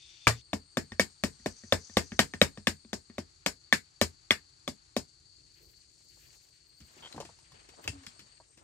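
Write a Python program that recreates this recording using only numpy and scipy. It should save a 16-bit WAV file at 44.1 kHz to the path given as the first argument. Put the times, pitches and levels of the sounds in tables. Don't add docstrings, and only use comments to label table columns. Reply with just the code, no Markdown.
import sys
import numpy as np
from scipy import signal
from scipy.fft import rfft, irfft, next_fast_len
from scipy.io import wavfile

SR = 44100
rng = np.random.default_rng(int(sys.argv[2]) if len(sys.argv) > 2 else 0)


def wrap_up_sound(samples):
    columns = np.atleast_2d(samples).T
    tamed = np.clip(columns, -1, 1)
    steps = np.round(tamed * 32767).astype(np.int16)
    wavfile.write(sys.argv[1], SR, steps)


N = 380583

PARTS_HZ = [130, 420, 800, 1500, 2200, 4000, 9000]
WASH_END_S = 0.415


def from_db(db):
    return 10 ** (np.asarray(db) / 20)


def rms_one(x):
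    return x / np.sqrt(np.mean(x ** 2) + 1e-20)


def in_time(rows):
    s, *columns = np.transpose(rows)
    return [np.interp(np.arange(N) / SR, s, column) for column in columns]


def at_hz(points, hz):
    points_hz, values = np.transpose(points)
    return np.interp(np.log(hz), np.log(points_hz), values)


def band(x, low_hz, high_hz):
    sos = signal.butter(2, [low_hz, min(high_hz, 19000)], "band", fs=SR, output="sos")
    return signal.sosfilt(sos, x)


def drift(rate_hz):
    r = np.exp(-80 * np.pi * rate_hz / SR)
    draws = rng.standard_normal(N // 40 + 2002)
    slow = signal.lfilter([1], [1, -2 * r, r * r], draws)[2000:]
    return np.interp(np.arange(N) / 40, np.arange(len(slow)), rms_one(slow))


def shaped(length, db_at, likeness=None):
    # pitch_hz, likeness (1 = same, -1 = opposite)
    usual_likeness = [(60, 1), (240, 0.24), (950, -0.7), (3770, 0.44), (15000, 0.33)]
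    # pitch_hz, left_over_right_db
    left_lean = [(60, -2), (180, 1.5), (550, 3.5), (1650, 2), (4970, 9), (15000, -0.5)]
    hz = np.maximum(np.fft.rfftfreq(length, 1 / SR), 10)
    mid, side = rfft(rng.standard_normal((2, length)))
    alike = np.clip(at_hz(usual_likeness if likeness is None else likeness, hz), -1, 1)
    pair = np.sqrt(1 + alike) * mid + np.sqrt(1 - alike) * side * [[1], [-1]]
    lean_db = at_hz(left_lean, hz) * [[.5], [-.5]]
    return irfft(pair * from_db(db_at(hz) + lean_db), length)


def noise(spectrum):
    return rms_one(shaped(next_fast_len(N), lambda hz: at_hz(spectrum, hz))[:, :N])


def to_ears(x, lean_db):
    right_lag = 3
    treble = signal.lfilter(*signal.butter(1, [4200, 7800], "band", fs=SR), x)
    right = from_db(-1.5) * x - treble * (1 - from_db(-lean_db))
    return np.array([x, np.roll(right, right_lag)])


def shelter(x):
    # pitch_hz, fade_s
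    tail_fade = [(100, 0.2), (400, 0.12), (1100, 0.13), (3000, 0.12), (6000, 0.15), (9000, 0.1),
                 (12000, 0.16), (15000, 0.033)]
    # pitch_hz, level_db
    tail_colour = [(100, -2), (300, -4.5), (800, -4.5), (2000, -1.5), (4500, 0), (6500, 2.5), (9000, -1.5),
                   (12000, 1), (15000, -12)]
    # pitch_hz, likeness
    tail_likeness = [(60, 1), (250, 0.24), (900, .3), (3000, 0.04), (15000, 0.05)]
    length = len(x)
    edges = 60 * 2 ** np.arange(0, 8.6, .75)
    t = np.arange(length) / SR
    white = shaped(length, lambda hz: at_hz(tail_colour, hz), tail_likeness)
    tail = np.zeros((2, length))
    for low, high in zip(edges, edges[1:]):
        tail += band(white, low, high) * from_db(-60 * t / at_hz(tail_fade, low))
    tail *= np.clip(t / 0.0051 - .5, 0, 1)
    tail /= np.sqrt(np.sum(tail ** 2) / 2)
    return signal.fftconvolve(x[None], tail, axes=1)[:, :length]


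def place(out, s, sound, scattered, room_db):
    both = to_ears(sound, lean_db=19.0) + from_db(room_db) * shelter(scattered)
    return out + np.pad(both, [(0, 0), (round(s * SR), N)])[:, :N]


def song(resonances, throb):
    def lines(hz):
        power = sum(from_db(2 * db) / (1 + ((hz - top) / max(width, 5) * 2) ** 4)
                    for top, width, db in resonances)
        return 10 * np.log10(power)
    return rms_one(throb * shaped(next_fast_len(N), lines)[:, :N])


def rumble_and_air(air_db):
    # pitch_hz, relative_db (per Hz)
    rumble_colour = [(15, -44), (25, -25), (37, 1.5), (59, 2), (145, -3), (216, -19.5), (339, -8),
                     (600, -26), (780, -32.5), (1320, -120)]
    # pitch_hz, relative_db
    air_colour = [(240, -63), (400, -34), (914, -18), (989, -26.5), (1070, -19), (3380, -26), (4200, -23),
                  (5460, -46.5), (9240, -120)]
    rumble = from_db(-70 + 1.8 * drift(4)) * noise(rumble_colour)
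    return rumble + from_db(air_db + 1.2 * drift(13)) * noise(air_colour)


def cicada_wash(cicada_db):
    # pitch_hz, relative_db
    wash_colour = [(2500, -34.5), (3900, -8), (5000, -6.5), (6000, -5), (7500, -1), (8500, -11.5),
                   (9500, -10), (11500, -23.5), (12500, -43.5), (16000, -72)]
    # pitch_hz, relative_db
    near_colour = [(1000, -41.5), (1900, -16), (2500, -6), (4200, -10), (6000, -5), (8000, -16.5),
                   (9500, -36.5)]
    wash = from_db(cicada_db + 9.5 + 1.3 * drift(40)) * noise(wash_colour)
    near = from_db(-58.5 + 1.3 * drift(30)) * noise(near_colour)
    return wash + near * (np.arange(N) < WASH_END_S * SR)


def crickets():
    # pitch_hz, width_hz, relative_db
    cricket_wings = [(4340, 230, -5.5), (4586, 17, 7), (4480, 420, -3.5)]
    level_db, fade_start_s, fade_db_per_s = -63, 8.4, 155
    t = np.arange(N) / SR
    throb_turns = np.cumsum(23.5 + 2.2 * drift(1)) / SR
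    trill_db = 1.6 * np.sin(2 * np.pi * throb_turns) + 0.8 * drift(7.8) + 1.2 * drift(0.81)
    fading_db = level_db - fade_db_per_s * (t - fade_start_s).clip(0)
    return from_db(fading_db) * song(cricket_wings, from_db(trill_db))


def chirpers():
    # (time_s, level_db)
    chirping = [([(8510, 290, 0)], .485, .2115, [(.41, -70.5), (2.4, -66), (3.1, -73), (3.2, -100)]),
                ([(8380, 220, 0)], 8.53, 0.18, [(4.2, -85), (5.4, -78), (7.6, -68.5), (8.63, -67)])]
    t = np.arange(N) / SR
    out = np.zeros((2, N))
    for wing, middle, period, level in chirping:
        chirp_db = 2.9 * np.tanh(2.2 * np.cos(2 * np.pi * (t - middle) / period))
        level_db = in_time(level)[0] + 0.54 * drift(8)
        out += from_db(level_db) * song(wing, from_db(chirp_db))
    return out


def cicada_swell():
    # time_s, level_db
    swell_level = [(1.1, -91.5), (1.52, -56), (2.15, -53), (2.5, -85.5)]
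    # pitch_hz, width_hz, relative_db
    tymbal = [(4730, 320, -4.5), (6100, 1000, -2.5), (6200, 410, -14.5)]
    buzz = from_db(3.4 * drift(60) + 1.7 * drift(8))
    return from_db(in_time(swell_level)[0]) * song(tymbal, buzz)


def near_cricket(stroke_hz, wing_hz, width_hz):
    turns = np.cumsum(1 + 0.0055 * drift(17)) / SR
    pulsing = 1 + 0.53 * np.cos(2 * np.pi * stroke_hz * turns)
    blur = rms_one(band(rng.standard_normal(N), wing_hz - width_hz, wing_hz + width_hz))
    singing = np.arange(N) < WASH_END_S * SR
    return from_db(-62.5 + 2.5 * drift(11)) * singing * rms_one(pulsing * blur)


def outdoors():
    # time_s, air_db, cicada_db (the wash then gains 9.5 dB)
    outdoor_levels = [(0, -72, -80.5), (.5, -73, -79), (1.9, -66.5, -69), (2.8, -72, -76.5),
                      (4.9, -71.5, -75.5), (5.7, -80, -75.5), (6.34, -82, -70.5), (6.7, -78.5, -79.5),
                      (7.09, -61.5, -68), (7.5, -73, -74), (8.1, -63, -72.5), (8.63, -82, -79.5)]
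    air_db, cicada_db = in_time(outdoor_levels)
    beds = rumble_and_air(air_db) + cicada_wash(cicada_db)
    songs = crickets() + chirpers() + cicada_swell()
    return beds + songs + near_cricket(270, 3570, 50) * from_db([[2.5], [-2.5]])


def rustle():
    # time_s, level_db
    rubbing = [(5.2, -90.5), (5.65, -77.5), (5.86, -87), (6.2, -78), (6.57, -83.5), (6.82, -80),
               (6.99, -63), (7.14, -67), (7.39, -78), (7.78, -65.5), (7.87, -60.5), (8.06, -71.5),
               (8.35, -77), (8.54, -86), (8.6, -65.5)]
    # middle_s, length_s, level_db
    swishes = [(5.657, 0.21, -68.5), (6.252, .45, -67.5), (6.92, 0.32, -67.5), (7.85, 0.062, -60.5),
               (8.067, .1, -73.5)]
    edge_db, body_db = -9, -19
    moving = np.clip(np.arange(N) / SR * 5 - 26, 0, 1)
    t = np.arange(N) / SR
    grains = from_db(2.5 * np.minimum(rng.exponential(1, N), 5))
    move_db, = in_time(rubbing)
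    swish = sum(from_db(db + edge_db * ((t - s) / length * 2) ** 2) for s, length, db in swishes)
    middle = from_db(-34.5 + 0.55 * move_db) + from_db(body_db) * swish
    ranges_hz = [(150, 1380), (1400, 3570), (11500, 19000)]
    out = np.zeros((2, N))
    for gain, edges in zip([from_db(move_db), middle, swish], ranges_hz):
        grainy = grains * noise([(20, 0), (20000, 0)])
        rubbed = rms_one(band(band(grainy, *edges), *edges))
        patches = from_db(1.5 + 4.5 * drift(20))
        out += gain * patches * rubbed
    return moving * out


def hums():
    # start_s, pitch_hz, level_db, fade_s (to fall 60 dB), rise_s
    hollow_hums = [(5.6, 350, -60.5, 0.39, 0.023), (7.85, 84, -41, 0.35, 0.0083),
                   (7.965, 82, -51, 0.11, .01)]
    tones = np.zeros(N)
    for s, hz, db, t60, rise in hollow_hums:
        since = (np.arange(N) / SR - s).clip(0)
        rough = rms_one(band(rng.standard_normal(N), hz * 0.95, hz * 1.32))
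        tones += from_db(db - 60 * since / t60) * (1 - np.exp(-since / rise)) * rough
    return to_ears(tones, lean_db=14.0)


def board_tone():
    start_s, length_s, edge_s = 7.92, .135, 0.018
    start_hz, sag_hz_per_s = 286, 170
    level_db, fade_db_per_s = -49.5, 60
    t = np.arange(N) / SR - start_s
    held = np.clip(np.minimum(t, length_s - t) / edge_s, 0, 1)
    held = held * from_db(level_db - fade_db_per_s * t.clip(0) + 2.5 * drift(30))
    return to_ears(held * np.sin(2 * np.pi * (start_hz - sag_hz_per_s * t / 2) * t), lean_db=6.0)


def scrape():
    # pitch_hz, relative_db, fade_s (to fall 60 dB)
    twig_modes = [(710, -29, .012), (980, -2.5, 0.016), (1550, 1, 0.0061), (2160, -3, .006),
                  (3200, 11, 0.0091)]
    start_s, length_s, slips_per_s, level_db = 7.024, .056, 1200, -59.5
    t = np.arange(12000) / SR
    slips = (rng.random(len(t)) < slips_per_s / SR) * (t < length_s)
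    slips = slips * from_db(3.4 * rng.exponential(1, len(t)).clip(0, 3))
    twig = sum(from_db(db - 60 * t / t60) * np.sin(2 * np.pi * hz * t) for hz, db, t60 in twig_modes)
    sound = from_db(level_db) * signal.fftconvolve(slips, twig)[:len(t)]
    return place(np.zeros((2, N)), start_s, sound, sound, room_db=-25.0)


def scuffs():
    # thud_db, scuff_db, snap_db; ring_hz
    contacts = [(6.804, -51, 3, -30, -7, 267), (6.968, -45.5, -9, -16, -28, 369),
                (7.126, -33, -22, -23, -16, 4070), (7.145, -38, -10, -7, -28, 254),
                (7.162, -33.5, -7.5, -19, -21, 308), (7.179, -35, -20, -3, -32, 840),
                (7.202, -32.5, -11, -2, -10, 570), (7.226, -49, -20, 7, -23, 850),
                (7.25, -43.5, -7, -7, -7.5, 337), (7.291, -47.5, -7, -1, -25, 880),
                (7.519, -50, 2, -19, -7, 1070), (7.689, -49.5, -11, -17, -5, 392),
                (7.877, -18.5, -4.5, -13, -13, 2690), (7.739, -51, -23, -17, -34, 724),
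                (7.841, -52, -11.5, -27, 4, 1800), (7.388, -56, -21, -15, -4, 916),
                (8.035, -56, -18, -18, 1.5, 1840), (8.066, -40.5, 3, -20, 1.5, 5600),
                (8.193, -49.5, -1.5, -26.5, -1.5, 296), (8.401, -47, -24, -2.5, -36.5, 940),
                (8.574, -53.5, -14.5, -6.5, -5, 230)]
    # low_hz, high_hz
    ranges_hz = [(60, 185), (400, 990), (1500, 6200), (4000, 8500)]
    out, t = np.zeros((2, N)), np.arange(12000) / SR
    for s, level_db, thud_db, scuff_db, snap_db, ring_hz in contacts:
        t60 = 0.027 * (1e3 / ring_hz) ** 0.31
        tick_db = snap_db + 1.5
        parts_db = [thud_db, scuff_db, snap_db, tick_db]
        grit = rng.standard_normal(len(t)) * from_db(5.9 * np.minimum(rng.exponential(1, len(t)), 4))
        grit[10] = 31.0
        sound = from_db(-2 - 60 * t / t60) * np.sin(2 * np.pi * ring_hz * t)
        for (low, high), part_db, longer in zip(ranges_hz, parts_db, [3.5, 1.3, 1.84, 0.57]):
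            fade = from_db(part_db + 6.0 - 60 * t / (t60 * longer))
            rise = 1 - np.exp(-t * low * 0.55)
            sound += fade * rms_one(band(grit, low, high)) * rise
        sound = from_db(level_db) * sound
        out = place(out, s, sound, sound, room_db=-9.0)
    return out


def coloured_click(parts_db, length):
    edges = np.array([40, *PARTS_HZ, 17000])
    hz = np.maximum(np.fft.rfftfreq(length, 1 / SR), 10)
    middles_hz = np.sqrt(edges[1:] * edges[:-1])
    per_hz_db = parts_db - 10 * np.log10(edges[1:] / SR)
    log_spectrum = np.log(from_db(at_hz(list(zip(middles_hz, per_hz_db)), hz)))
    cepstrum = irfft(log_spectrum, length)
    cepstrum[1:length // 2] *= 2
    return irfft(np.exp(rfft(cepstrum[:length // 2], length)), length)


def ringing(modes, luck, parts_db, thud_rise_s, t):
    ring = np.zeros(len(t))
    for (hz, level_db, t60), (tune, touch) in zip(modes, luck):
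        part = np.searchsorted(PARTS_HZ, hz)
        low = part < 2
        rise = 1 - np.exp(-t / (thud_rise_s if low else 1.2 / hz))
        sink_s = 0.0051 * (1 - np.exp(-t / 0.013)) * low
        gain = from_db(parts_db[part] + level_db + 3 * touch - 60 * t / max(t60, .003))
        ring -= gain * rise * np.sin(2 * np.pi * hz * (1 + 0.023 * tune) * (t + sink_s))
    return ring


def rounded_thud(thud_db, thud, t):
    settle_hz, rise_s, t60 = thud
    falling_hz = settle_hz + 190 * np.exp(-t / 0.0032)
    envelope = from_db(thud_db + 13.0 - 60 * t / t60) * (1 - np.exp(-(t / rise_s) ** 2))
    return envelope * np.sin(2 * np.pi * np.cumsum(falling_hz) / SR)


def blows(rows, modes, crack_db, grit_db, grit_t60_s, thud_rise_s, room_db, splash_db, thud):
    out, t = np.zeros((2, N)), np.arange(12000) / SR
    luck = rng.standard_normal((len(rows), len(modes), 2))
    for (s, level_db, *parts_db), draws in zip(rows, luck):
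        crack = -np.roll(coloured_click(parts_db, len(t)), 20)
        spray = rng.standard_normal(len(t)) * from_db(grit_db - 60 * t / grit_t60_s)
        grit = signal.fftconvolve(spray, crack)[:len(t)]
        ring = ringing(modes, draws, parts_db, thud_rise_s, t)
        ring += rounded_thud(parts_db[1], thud, t)
        direct = ring + grit + from_db(crack_db) * crack
        scattered = .3 * ring + from_db(splash_db) * crack
        gain = from_db(level_db)
        out = place(out, s - .0005, gain * direct, gain * scattered, room_db)
    return out


def plank_blow():
    # deep_thump_db, earth_thud_db, knock_db,
    # clack_db, ring_db, upper_ring_db, grit_db, fine_grit_db
    blow = [(0.2703, -5, -22, -16.5, -7, -8, -6, -12.5, -9.5, -16)]
    # pitch_hz, relative_db, fade_s (to fall 60 dB)
    plank_modes = [(73.6, 6, 0.18), (115, -5.5, 0.089), (228, -14, 0.056), (380, -7.5, 0.027),
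                   (624, -8, 0.025), (1016, 5, 0.02), (1180, 7, 0.022), (1572, -3, 0.031), (2400, 6, 0.024),
                   (2778, 0, 0.0017)]
    # settle_hz, rise_s, fade_s (to fall 60 dB)
    plank_thud = (115, .012, .1)
    return blows(blow, plank_modes, crack_db=12.0, grit_db=-10.5, grit_t60_s=0.056, thud_rise_s=0.0046,
                 room_db=-0.5, splash_db=18.0, thud=plank_thud)


def stick_parts():
    # earth_thud_db, knock_db, stick_ring_db, grit_db
    taps = [(0.5319, -24.5, -2.5, 1, -12, -5.5), (0.771, -23.5, 0, -1, -2, -3),
            (0.9198, -41, 0, -5, 0.5, -4), (0.9963, -12, -11.5, -11, -9.5, -6.5),
            (1.2372, -20, -1.5, -6, -10.5, -4.5), (1.398, -59, 2, -12, -4, -19),
            (1.4603, -26.5, -2.5, 0.5, -8, -3.5), (1.6365, -51, 5, -1, -5, -24),
            (1.724, -12.5, -11.5, -2.5, -8.5, -9.5), (1.8967, -48, -4.5, -7, -11, -22),
            (1.97, -11.5, -10.5, -6, -11, -9.5), (2.1193, -35, 0, -8.5, -4, -17),
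            (2.1921, -6.5, -12.5, -9.5, -12.5, -10), (2.3371, -33, -2, -5, -3, -7),
            (2.4156, -6.5, -11.5, -9.5, -13.5, -12), (2.5742, -41.5, 4, -1.5, -10.5, -5),
            (2.671, -12, -9.5, -14.5, -11, -9.5), (2.8486, -54, 4.5, -11.5, -13.5, -23),
            (2.931, -30, -2, 0.5, -6.5, 2.5), (3.0988, -47.5, 0, -7.5, -8, -28),
            (3.1822, -32, 0.5, 0.5, -6.5, -2.5), (3.4625, -18, -13, -5, -6, -2.5),
            (3.7261, -9, -16, -16.5, -6.5, -10), (4.014, -13.5, -8, -8, -10, -3.5),
            (4.3078, -5, -25, -20.5, -11, -18), (4.6778, -25.5, -3.5, -5, -17, -4.5),
            (4.9655, -24.5, -1.5, -1, -14, 0)]
    # time_s, thump_db (before it follows the thud)
    thump_spot = [(.5, -26), (2.2, -25.5), (3.1, -31), (3.7, -30.5), (4.2, -25), (4.7, -32.5), (5, -33)]
    light_db = -23.5
    s, level, thud, knock, ring, grit = np.transpose(taps)
    thump = np.interp(s, *np.transpose(thump_spot)) + 0.65 * (level + thud) - level
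    clack = -8.5 + 0.26 * (knock + grit)
    upper = -9 + 0.18 * grit
    fine = -9.5 + 0.74 * grit + .6 * np.minimum(level - light_db, 0)
    return np.transpose([s, level, thump, thud, knock, clack, ring, upper, grit, fine])


def stick_blows():
    # (to fall 60 dB, never under 0.003)
    stick_modes = [(55, 4, 0.14), (84, 10, 0.18), (160, -8.5, 0.064), (234.8, -4, 0.081), (329.2, -10, 0.1),
                   (421, -7, 0.021), (571, 10, 0.02), (660, -2, 0.013), (1150, 8, 0.019), (1470, 4, 0.0018),
                   (1836, 7, 0.03), (2220, -4.5, 0.069), (2397, 14.5, 0.0072), (3150, 13.5, 0.0058),
                   (3590, 11.5, 0.015)]
    # settle_hz, rise_s, fade_s (to fall 60 dB)
    earth_thud = (205, .0075, .045)
    return blows(stick_parts(), stick_modes, crack_db=-1.5, grit_db=2.5, grit_t60_s=0.019,
                 thud_rise_s=0.0066, room_db=-3.5, splash_db=20.5, thud=earth_thud)


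def scene():
    movements = rustle() + hums() + board_tone() + scrape() + scuffs()
    return outdoors() + movements + plank_blow() + stick_blows()


def record(dry):
    dry = signal.lfilter(*signal.butter(1, 9000, fs=SR), dry)
    dip = .95 * band(dry, 12900, 14500)
    dry = signal.sosfilt(signal.butter(3, 42, "high", fs=SR, output="sos"), dry - dip)
    rounded = dry / (1 + np.abs(dry / .92) ** 4) ** .25
    return signal.sosfilt(signal.cheby2(12, 80, 17100, fs=SR, output="sos"), rounded)


dry = scene()
out = record(dry)
wrap_up_sound(out)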